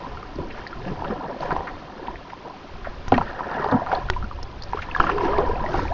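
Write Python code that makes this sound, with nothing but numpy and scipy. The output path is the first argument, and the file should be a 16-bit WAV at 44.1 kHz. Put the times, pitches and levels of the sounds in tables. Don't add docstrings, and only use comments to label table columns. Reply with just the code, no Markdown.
import sys
import numpy as np
from scipy import signal
from scipy.fft import rfft, irfft, next_fast_len
from scipy.io import wavfile
from scipy.ndimage import uniform_filter1d

SR = 44100
rng = np.random.default_rng(int(sys.argv[2]) if len(sys.argv) > 2 else 0)


def persist_wave(psi):
    counts = np.round(np.clip(psi, -1, 1) * 32767).astype(np.int16)
    wavfile.write(sys.argv[1], SR, np.atleast_2d(counts).T)


N = 261513
TIME = np.arange(N) / SR
RIPPLE_LAP_DB, RIPPLE_GURGLE_DB, RIPPLE_TRICKLE_DB, RIPPLE_SPRAY_DB = -45.5, -48, -58.5, -59


def gain_of(db):
    return 10 ** (np.asarray(db) / 20)


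def unit_rms(x):
    return x / np.sqrt(np.mean(x ** 2) + 1e-20)


def decay(t, t60):
    return np.exp(-np.log(1000) * t / t60)


def coloured(x, colour):
    hz, db = np.transpose(colour)
    size = 2 * next_fast_len(N)
    bins = np.fft.rfftfreq(size, 1 / SR)
    shape = gain_of(np.interp(np.log(bins + 1), np.log(hz), db))
    return unit_rms(irfft(rfft(x, size) * shape)[:N])


def wander(per_s):
    knots = rng.standard_normal(2048)
    return unit_rms(np.interp(TIME * per_s, np.arange(len(knots)), knots))


def add(mix, start_s, sound):
    part = mix[max(round(start_s * SR), 0):][:len(sound)]
    part += sound[:len(part)]


def bubble(hz, t60, rise, onset_cycles=0.92):
    t = np.arange(int(1.2 * t60 * SR) + 8) / SR
    fade = np.exp(-np.log(1000) * (t / t60) ** 0.99)
    swell = fade * (1 - np.exp(-t * hz / onset_cycles))
    return swell / swell.max() * np.sin(2 * np.pi * hz * t * (1 + rise * t / t60))


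def swarm(level, low_hz, high_hz, per_s, cycles, spread_db, rise, pitches=90):
    out = np.zeros(N + SR)
    per_pitch = int(np.clip(per_s * N / SR / pitches, 1, 300))
    births = np.cumsum((level + 1e-9) ** .25)
    for hz in np.geomspace(low_hz, high_hz, pitches):
        life, climb = rng.random(2)
        when, size = rng.random((2, 300))[:, :per_pitch]
        t60 = min(cycles * 2 ** (2 * life - 1) / hz, .5)
        ring = bubble(hz, t60, 2 * rise * climb)
        strengths = gain_of(spread_db * np.minimum(-np.log(1 - size), 3))
        starts = np.searchsorted(births, when * births[-1])
        for at, strength in zip(starts, strengths):
            out[at:at + len(ring)] += strength * ring
    power = uniform_filter1d(uniform_filter1d(out[:N] ** 2, size=2000), size=2000)
    return out[:N] / np.sqrt(abs(power) + power.mean() / 20)


def splash(hz, t60, spread, rise_s=.0008):
    t = np.arange(next_fast_len(int(1.2 * t60 * SR) + 400)) / SR
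    band = signal.butter(3, [hz / spread, min(hz * spread, SR / 3)], "band", fs=SR, output="sos")
    noise = signal.sosfilt(band, rng.standard_normal(2 * len(t)))
    analytic = signal.hilbert(noise)[len(t):]
    even_rush = analytic.real / np.sqrt(uniform_filter1d(abs(analytic) ** 2, size=300))
    swell = decay(t, t60) * (1 - np.exp(-t / rise_s)) ** 2
    return even_rush * swell / swell.max()


def air(air_db=-44, sway_db=1):
    air_colour = [(30, 4.5), (150, 1.5), (400, 0), (700, -15), (1000, -5), (1300, -5), (2000, -12.5),
                  (3200, -15.5), (5000, -21.5), (6200, -28.5), (7200, -39.5)]
    return gain_of(air_db + sway_db * wander(5.6)) * coloured(rng.standard_normal(N), air_colour)


def wind(boost_db=3.0, lumpy_db=0.5):
    gusts = [(0.0, -53), (0.14, -39), (0.26, -45), (0.32, -37.5), (0.41, -38), (0.47, -43), (0.62, -40),
             (0.67, -61), (0.76, -38.5), (1.11, -41), (1.34, -53), (1.41, -45), (1.59, -33), (1.67, -61),
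             (1.73, -38.5), (1.9, -58), (2.16, -39), (2.24, -58), (2.6, -59), (2.73, -38.5), (3.05, -40),
             (3.2, -29), (3.37, -48), (3.9, -40), (4.04, -31), (4.22, -29.5), (4.3, -36.5), (4.75, -38),
             (5.12, -36), (5.52, -30), (5.7, -33), (5.76, -24.5), (5.89, -28.5)]
    wind_colour = [(6, -1), (22, 2.5), (45, -4), (80, -6), (130, -14), (220, -32.5), (500, -35),
                   (1500, -68)]
    rumble = coloured(rng.standard_normal(N), wind_colour)
    eddies = unit_rms(rumble * gain_of(lumpy_db * wander(22)))
    gust_db = np.interp(TIME, *np.transpose(gusts))
    return gain_of(gust_db + boost_db) * eddies


def surge(foot_db=-19.5):
    # crest time in seconds, lapping level in dB, build and drain in
    # seconds (between crest and foot_db), then gurgle, trickle and spray in dB relative to the lapping.
    waves = [(0.04, -39, 0.27, 0.41, 0, -10, -18.5), (0.391, -39.5, 0.031, 0.16, 9.5, -13, -23),
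             (0.58, -40.5, 0.14, 0.15, -1.5, -2, -8), (0.89, -39, 0.17, 0.12, 11, -6.5, -10.5),
             (1.109, -31.5, 0.25, 0.12, 0.5, -10.5, -22), (1.29, -34, 0.56, 0.2, 0, -11, -23.5),
             (1.42, -32, 0.038, 0.22, -2, -7, -15), (1.527, -29, 0.12, 0.3, -4.5, -14, -22),
             (2.09, -40.5, 0.69, 0.21, 0.5, -8.5, -27.5), (2.468, -35.5, 0.053, 0.12, -7, -15, -36),
             (3.128, -29, 0.013, 0.15, 6, -5, -14), (3.3, -46.5, 0.18, 0.1, -9, 10, -3.5),
             (3.599, -28, 0.44, 0.38, -5, -5, -21), (3.734, -21.5, 0.069, 0.12, -7.5, -14, -50),
             (3.93, -23, 0.069, 0.12, -12, -11.5, -18.5), (4.789, -40, 0.2, 0.051, -5, -2.5, -6.5),
             (5.007, -33, 0.016, 0.27, 5.5, -6, -11), (5.1, -30, 0.3, 0.077, -6, -3.5, -10.5),
             (5.259, -28.5, 0.21, 0.25, -9.5, -8, -12.5), (5.389, -26.5, 0.39, 0.68, -5, -13, -21.5),
             (5.782, -32.5, 0.22, 0.18, 5, -0.5, -10)]
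    power = gain_of([[RIPPLE_LAP_DB], [RIPPLE_GURGLE_DB], [RIPPLE_TRICKLE_DB], [RIPPLE_SPRAY_DB]]) ** 2
    for crest, db, build, drain, gurgle_db, trickle_db, spray_db in waves:
        from_crest = np.maximum((crest - TIME) / build, (TIME - crest) / drain)
        swell = gain_of(db + foot_db * np.minimum(from_crest, 10))
        power = power + (gain_of([[0], [gurgle_db], [trickle_db], [spray_db]]) * swell) ** 2
    return np.sqrt(power)


def churn(lapping, gurgling, trickling, gurgle_db=-1):
    # frequency in Hz, gain in dB.
    gurgle_colour = [(90, -15), (150, -3.5), (240, 2.5), (330, 3.5), (400, 3), (540, 4.5), (700, -19),
                     (1200, -53.5)]
    lap_colour = [(300, -2.5), (480, -6.5), (650, -1.5), (850, 1), (1000, 2.5), (1200, -4.5), (1500, -15.5)]
    trickle_colour = [(1000, -10), (1300, -1), (1800, 1), (2150, -17.5), (3000, -19.5), (5000, -46)]
    gurgle = swarm(gurgling, 119.9, 601, per_s=300, cycles=18.7, spread_db=4.0, rise=0.088)
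    lap = swarm(lapping, 451.2, 1246, per_s=480, cycles=34, spread_db=3.5, rise=0.22)
    trickle = swarm(trickling, 1150, 2200, per_s=520, cycles=31, spread_db=4.0, rise=0.15, pitches=50)
    return (gain_of(gurgle_db) * gurgling * coloured(gurgle, gurgle_colour)
            + lapping * coloured(lap, lap_colour)
            + trickling * coloured(trickle, trickle_colour))


def spray(spraying, patter_db=-0.5, calm_fizz_db=-59.0):
    # frequency in Hz, gain in dB.
    patter_colour = [(1300, -12), (1900, 4), (2500, 5), (3100, 2.5), (3800, -30), (6000, -38)]
    fizz_colour = [(2500, -2.5), (3400, -3), (4800, -2.5), (5800, -7), (6700, -22)]
    patter = swarm(spraying, 1700, 3700, per_s=600, cycles=24, spread_db=2.0, rise=0.17)
    fizz = swarm(spraying, 2800, 6900, per_s=1100, cycles=22, spread_db=3.5, rise=0.046)
    fizzing = (spraying / gain_of(RIPPLE_SPRAY_DB)) ** 0.56
    return (gain_of(patter_db) * spraying * coloured(patter, patter_colour)
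            + gain_of(calm_fizz_db) * fizzing * coloured(fizz, fizz_colour))


def hull_echo(water, echo_db=-11, t60=0.12, taps_per_s=2000):
    t = np.arange(SR // 6) / SR
    taps = rng.standard_normal(len(t)) * (rng.random(len(t)) < taps_per_s / SR)
    taps *= (t > .002) * decay(t, t60)
    return water + gain_of(echo_db) * signal.oaconvolve(water, taps / np.linalg.norm(taps))[:N]


def plops(ring_db=-1.0, snap_db=-22, rise=0.09):
    # start in seconds, pitch in Hz, level in dB, cycles to fade 60 dB.
    bubbles = [(0.06, 1030, -25.5, 28), (0.172, 1340, -26.5, 27), (0.229, 1185, -26.5, 24),
               (0.361, 236, -27, 7.5), (0.429, 335, -27, 18), (0.667, 1847, -21.5, 17),
               (0.729, 1348, -24, 27), (0.861, 180, -25.5, 20), (0.91, 140, -26, 13), (1.021, 865, -19, 27),
               (1.1, 209.6, -20, 18), (1.125, 477, -19.5, 17), (1.243, 907, -22.5, 22),
               (1.296, 577, -23, 28), (1.363, 543.6, -25, 18), (1.406, 625.5, -19, 18),
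               (1.431, 810, -21.5, 17), (1.453, 524, -19.5, 20), (1.518, 167.7, -26.5, 12),
               (1.525, 400.3, -16, 5), (1.607, 810, -15.5, 7.5), (2.082, 908, -18, 30),
               (2.333, 919, -24, 11), (2.871, 623, -19, 13.5), (3.149, 1782, -20, 35),
               (3.161, 243, -13, 23), (3.2, 161, -23, 7), (3.163, 1680, -33.5, 34),
               (3.167, 2530, -31, 37.5), (3.211, 1270, -17, 30), (3.215, 900, -11.5, 14.5),
               (3.407, 941, -14.5, 12), (3.595, 1390, -21, 26), (3.598, 384.7, -20.5, 14),
               (3.659, 826.3, -17.5, 30.5), (3.66, 410, -20, 18), (3.819, 659.3, -17, 20),
               (3.917, 1420, -15, 25), (3.935, 673, -11.5, 29), (3.984, 376, -22, 5.5),
               (4.087, 1442, -22.5, 47.5), (4.163, 984, -20.5, 60.5), (4.226, 1300, -23, 22),
               (4.238, 200, -25, 9.5), (4.243, 1400, -27, 44), (4.312, 1164, -23, 24.5),
               (4.388, 949, -26, 15), (4.733, 914, -11.5, 15), (4.746, 418, -22, 11),
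               (4.773, 1110, -17.5, 17.5), (4.887, 929.7, -24, 20), (4.949, 1662, -13, 43),
               (4.963, 1140, -11.5, 17.5), (5.002, 1285, -4.5, 28), (5.04, 1125, -11.5, 24),
               (5.068, 1340, -15, 26), (5.093, 1072, -9, 10.5), (5.183, 1040, -13, 26),
               (5.209, 956, -15, 18), (5.255, 309.4, -13, 9.5), (5.333, 1150, -15, 36),
               (5.384, 398, -12, 19.5), (5.404, 466.3, -15.5, 13.5), (5.495, 440, -14.5, 18),
               (5.532, 452, -21.5, 14.5), (5.615, 259, -17.5, 1.5), (5.639, 903.4, -17, 17.5),
               (5.642, 640, -18, 30), (5.662, 1928, -21.5, 52), (5.792, 935, -14.5, 20.5),
               (5.852, 887, -19, 26)]
    out = np.zeros(N)
    for (start, hz, db, cycles), climb in zip(bubbles, rng.random(len(bubbles))):
        add(out, start, gain_of(db + ring_db) * bubble(hz, cycles / hz, rise * climb))
        add(out, start, gain_of(db + snap_db) * splash(2 * hz, t60=0.0039, spread=1.3))
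    return out


def drops(ring_db=-7, spatter_db=-6):
    # start in seconds, level in dB, pitch in Hz.
    landings = [(0.357, -39, 4700), (0.672, -30, 4403), (0.851, -34, 2520), (1.046, -33, 2777),
                (1.08, -35.5, 3266), (1.406, -35, 4380), (2.157, -26.5, 2040), (3.083, -32, 5900),
                (3.178, -19.5, 2340), (3.544, -34, 3040), (3.713, -28, 4000), (3.95, -23, 3870),
                (4.135, -27.5, 2260), (4.429, -27.5, 5064), (4.622, -26, 4300), (4.635, -26.5, 4830),
                (4.819, -35, 3795), (4.913, -22.5, 2680), (4.971, -29, 3650), (5.009, -26, 2833),
                (5.076, -31, 3020), (5.115, -21.5, 2500), (5.377, -22.5, 2060), (5.556, -27, 2150),
                (5.88, -27.5, 2216)]
    out = np.zeros(N)
    for start, db, hz in landings:
        add(out, start, gain_of(db + ring_db) * bubble(hz, t60=0.0092, rise=0.15, onset_cycles=0.8))
        add(out, start, gain_of(db + spatter_db) * splash(hz, t60=0.02, spread=1.157))
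    return out


def slaps(smack_db=-20, clap_db=-2.0, break_db=-5, clap_cycles=5.2, clap_s=.0008, break_s=0.00249):
    # start in seconds, level in dB, pitch in Hz, splash t60 in seconds.
    hits = [(0.386, -18.5, 400, 0.029), (0.504, -30, 2103, 0.06), (1.044, -21, 1050, 0.05),
            (1.5067, -13.5, 1254, 0.022), (1.5166, -14, 1030, 0.02), (1.564, -11.5, 847, 0.009),
            (1.671, -20.5, 1386, 0.098), (2.068, -30.5, 2483, 0.035), (2.299, -28, 1960, 0.022),
            (2.845, -24.5, 1456, 0.15), (3.1202, -2.5, 723, 0.022), (3.1408, -12, 1940, 0.008),
            (3.179, -5.5, 787, 0.02), (3.391, -17.5, 1050, 0.027), (3.514, -17, 950, 0.055),
            (3.6427, -9.5, 879, 0.014), (3.687, -16, 840, 0.02), (3.7195, -12.5, 1110, 0.036),
            (3.863, -16.5, 980, 0.064), (3.928, -9, 666.7, 0.04), (4.819, -23, 1901, 0.07),
            (4.999, -4, 1132, 0.016), (5.0968, -6.5, 1160, 0.0072), (5.181, -16, 1310, 0.018),
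            (5.254, -18, 875, 0.038), (5.384, -10, 812, 0.09), (5.741, -12, 909.6, 0.065)]
    out = np.zeros(N)
    for start, db, hz, t60 in hits:
        add(out, start, gain_of(db + smack_db) * splash(hz=2500, t60=0.0042, spread=1.67))
        add(out, start + clap_s, gain_of(db + clap_db) * bubble(hz, clap_cycles / hz, rise=0))
        add(out, start + break_s, gain_of(db + break_db) * splash(hz, t60, spread=1.376))
    return out


def foam(tilt_db=-4):
    # loudest moment in seconds, level in dB, half length in seconds.
    patches = [(1.438, -53, 0.033), (4.823, -50, 0.012), (4.966, -53.5, 0.018), (5.04, -49, 0.026),
               (5.242, -52.5, 0.029), (5.787, -49.5, 0.11)]
    level = sum(gain_of(db) * np.exp(-((TIME - middle) / half) ** 2) for middle, db, half in patches)
    crackle = swarm(np.ones(N), 3400, 6600, per_s=810, cycles=33, spread_db=1.5, rise=0.027)
    return level * coloured(crackle, [(4800, 0.0033), (6600, tilt_db)])


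def knocks(thump_t60=0.095, chatter_db=-15):
    # start in seconds, crack level in dB, thump level in dB.
    strikes = [(3.0807, -20.5, -16), (4.0997, -5.5, -16.5), (4.429, -31, -23.5), (4.998, -27, -11.5)]
    # frequency in Hz, relative level in dB, t60 in seconds.
    modes = [(367.6, -19.5, 0.18), (940, -4, 0.013), (1467, -7.5, 0.021), (1910, -9, 0.019),
             (2710, -17, 0.01), (3630, -18, 0.0081), (5400, -19, 0.002)]
    out, t = np.zeros(N), np.arange(SR // 6) / SR
    crack = sum((-1) ** k * gain_of(db) * decay(t, t60) * np.sin(2 * np.pi * hz * t)
                for k, (hz, db, t60) in enumerate(modes))
    crack /= abs(crack).max()
    thump = (1 - np.exp(-t / .001)) ** 2 * decay(t, thump_t60)
    for start, crack_db, thump_db in strikes:
        add(out, start, gain_of(crack_db) * crack + gain_of(thump_db) * thump)
        add(out, start, gain_of(crack_db + chatter_db) * splash(hz=3240, t60=0.01, spread=1.63))
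    return out


def gulps(sag=0.16, onset_cycles=0.61):
    # start in seconds, level in dB, t60 in seconds.
    booms = [(3.1214, -9.5, 0.13), (3.721, -13.5, 0.2)]
    # frequency in Hz, relative level in dB, share of the boom's t60.
    modes = [(115.34, -10, 1.0), (161, -12.5, 0.82), (268.2, -1.5, 0.96), (507.9, -4, 0.35),
             (849.8, -5, 0.4), (1440, -9.5, 0.2)]
    out = np.zeros(N)
    for start, db, t60 in booms:
        for hz, mode_db, share in modes:
            add(out, start, gain_of(db + mode_db) * bubble(hz, share * t60, -sag * share, onset_cycles))
    return out


def glugs(waver=0.0612, flutter_db=3.5):
    # start and length in seconds, first and last pitch in Hz, level in dB.
    pockets = [(3.184, 0.012, 773, 950, -18), (3.742, 0.025, 219, 260, -15.5),
               (4.788, 0.011, 1090, 1703, -25.5), (5.04, 0.42, 380, 420, -28),
               (5.216, 0.046, 390, 280.3, -25), (5.265, 0.049, 368, 623, -22.5),
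               (5.41, 0.043, 430, 558.2, -27), (5.682, 0.023, 600, 643, -24.5), (5.9, 0.03, 508, 952, -22)]
    out = np.zeros(N)
    for start, length, first_hz, last_hz, db in pockets:
        n = int(length * SR)
        hz = np.geomspace(first_hz, last_hz, n) * (1 + waver * wander(155.8)[:n])
        swell = signal.windows.tukey(n, .5) * gain_of(db + flutter_db * wander(130)[:n])
        add(out, start, swell * np.sin(2 * np.pi * np.cumsum(hz) / SR))
    return out


def scene():
    lapping, gurgling, trickling, spraying = surge()
    water = churn(lapping, gurgling, trickling) + spray(spraying) + foam()
    water = water + plops() + glugs() + gulps() + slaps()
    return (hull_echo(water) + drops() + knocks() + wind() + air())[None]


def record(dry):
    ceiling, edge_hz = .93, 7250
    rounded = dry / (1 + (dry / ceiling) ** 10) ** (1 / 10)
    lowpass = signal.firwin(301, edge_hz, window=("kaiser", 8), fs=SR)
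    return signal.oaconvolve(rounded, lowpass[None], "same")


dry = scene()
out = record(dry)
persist_wave(out)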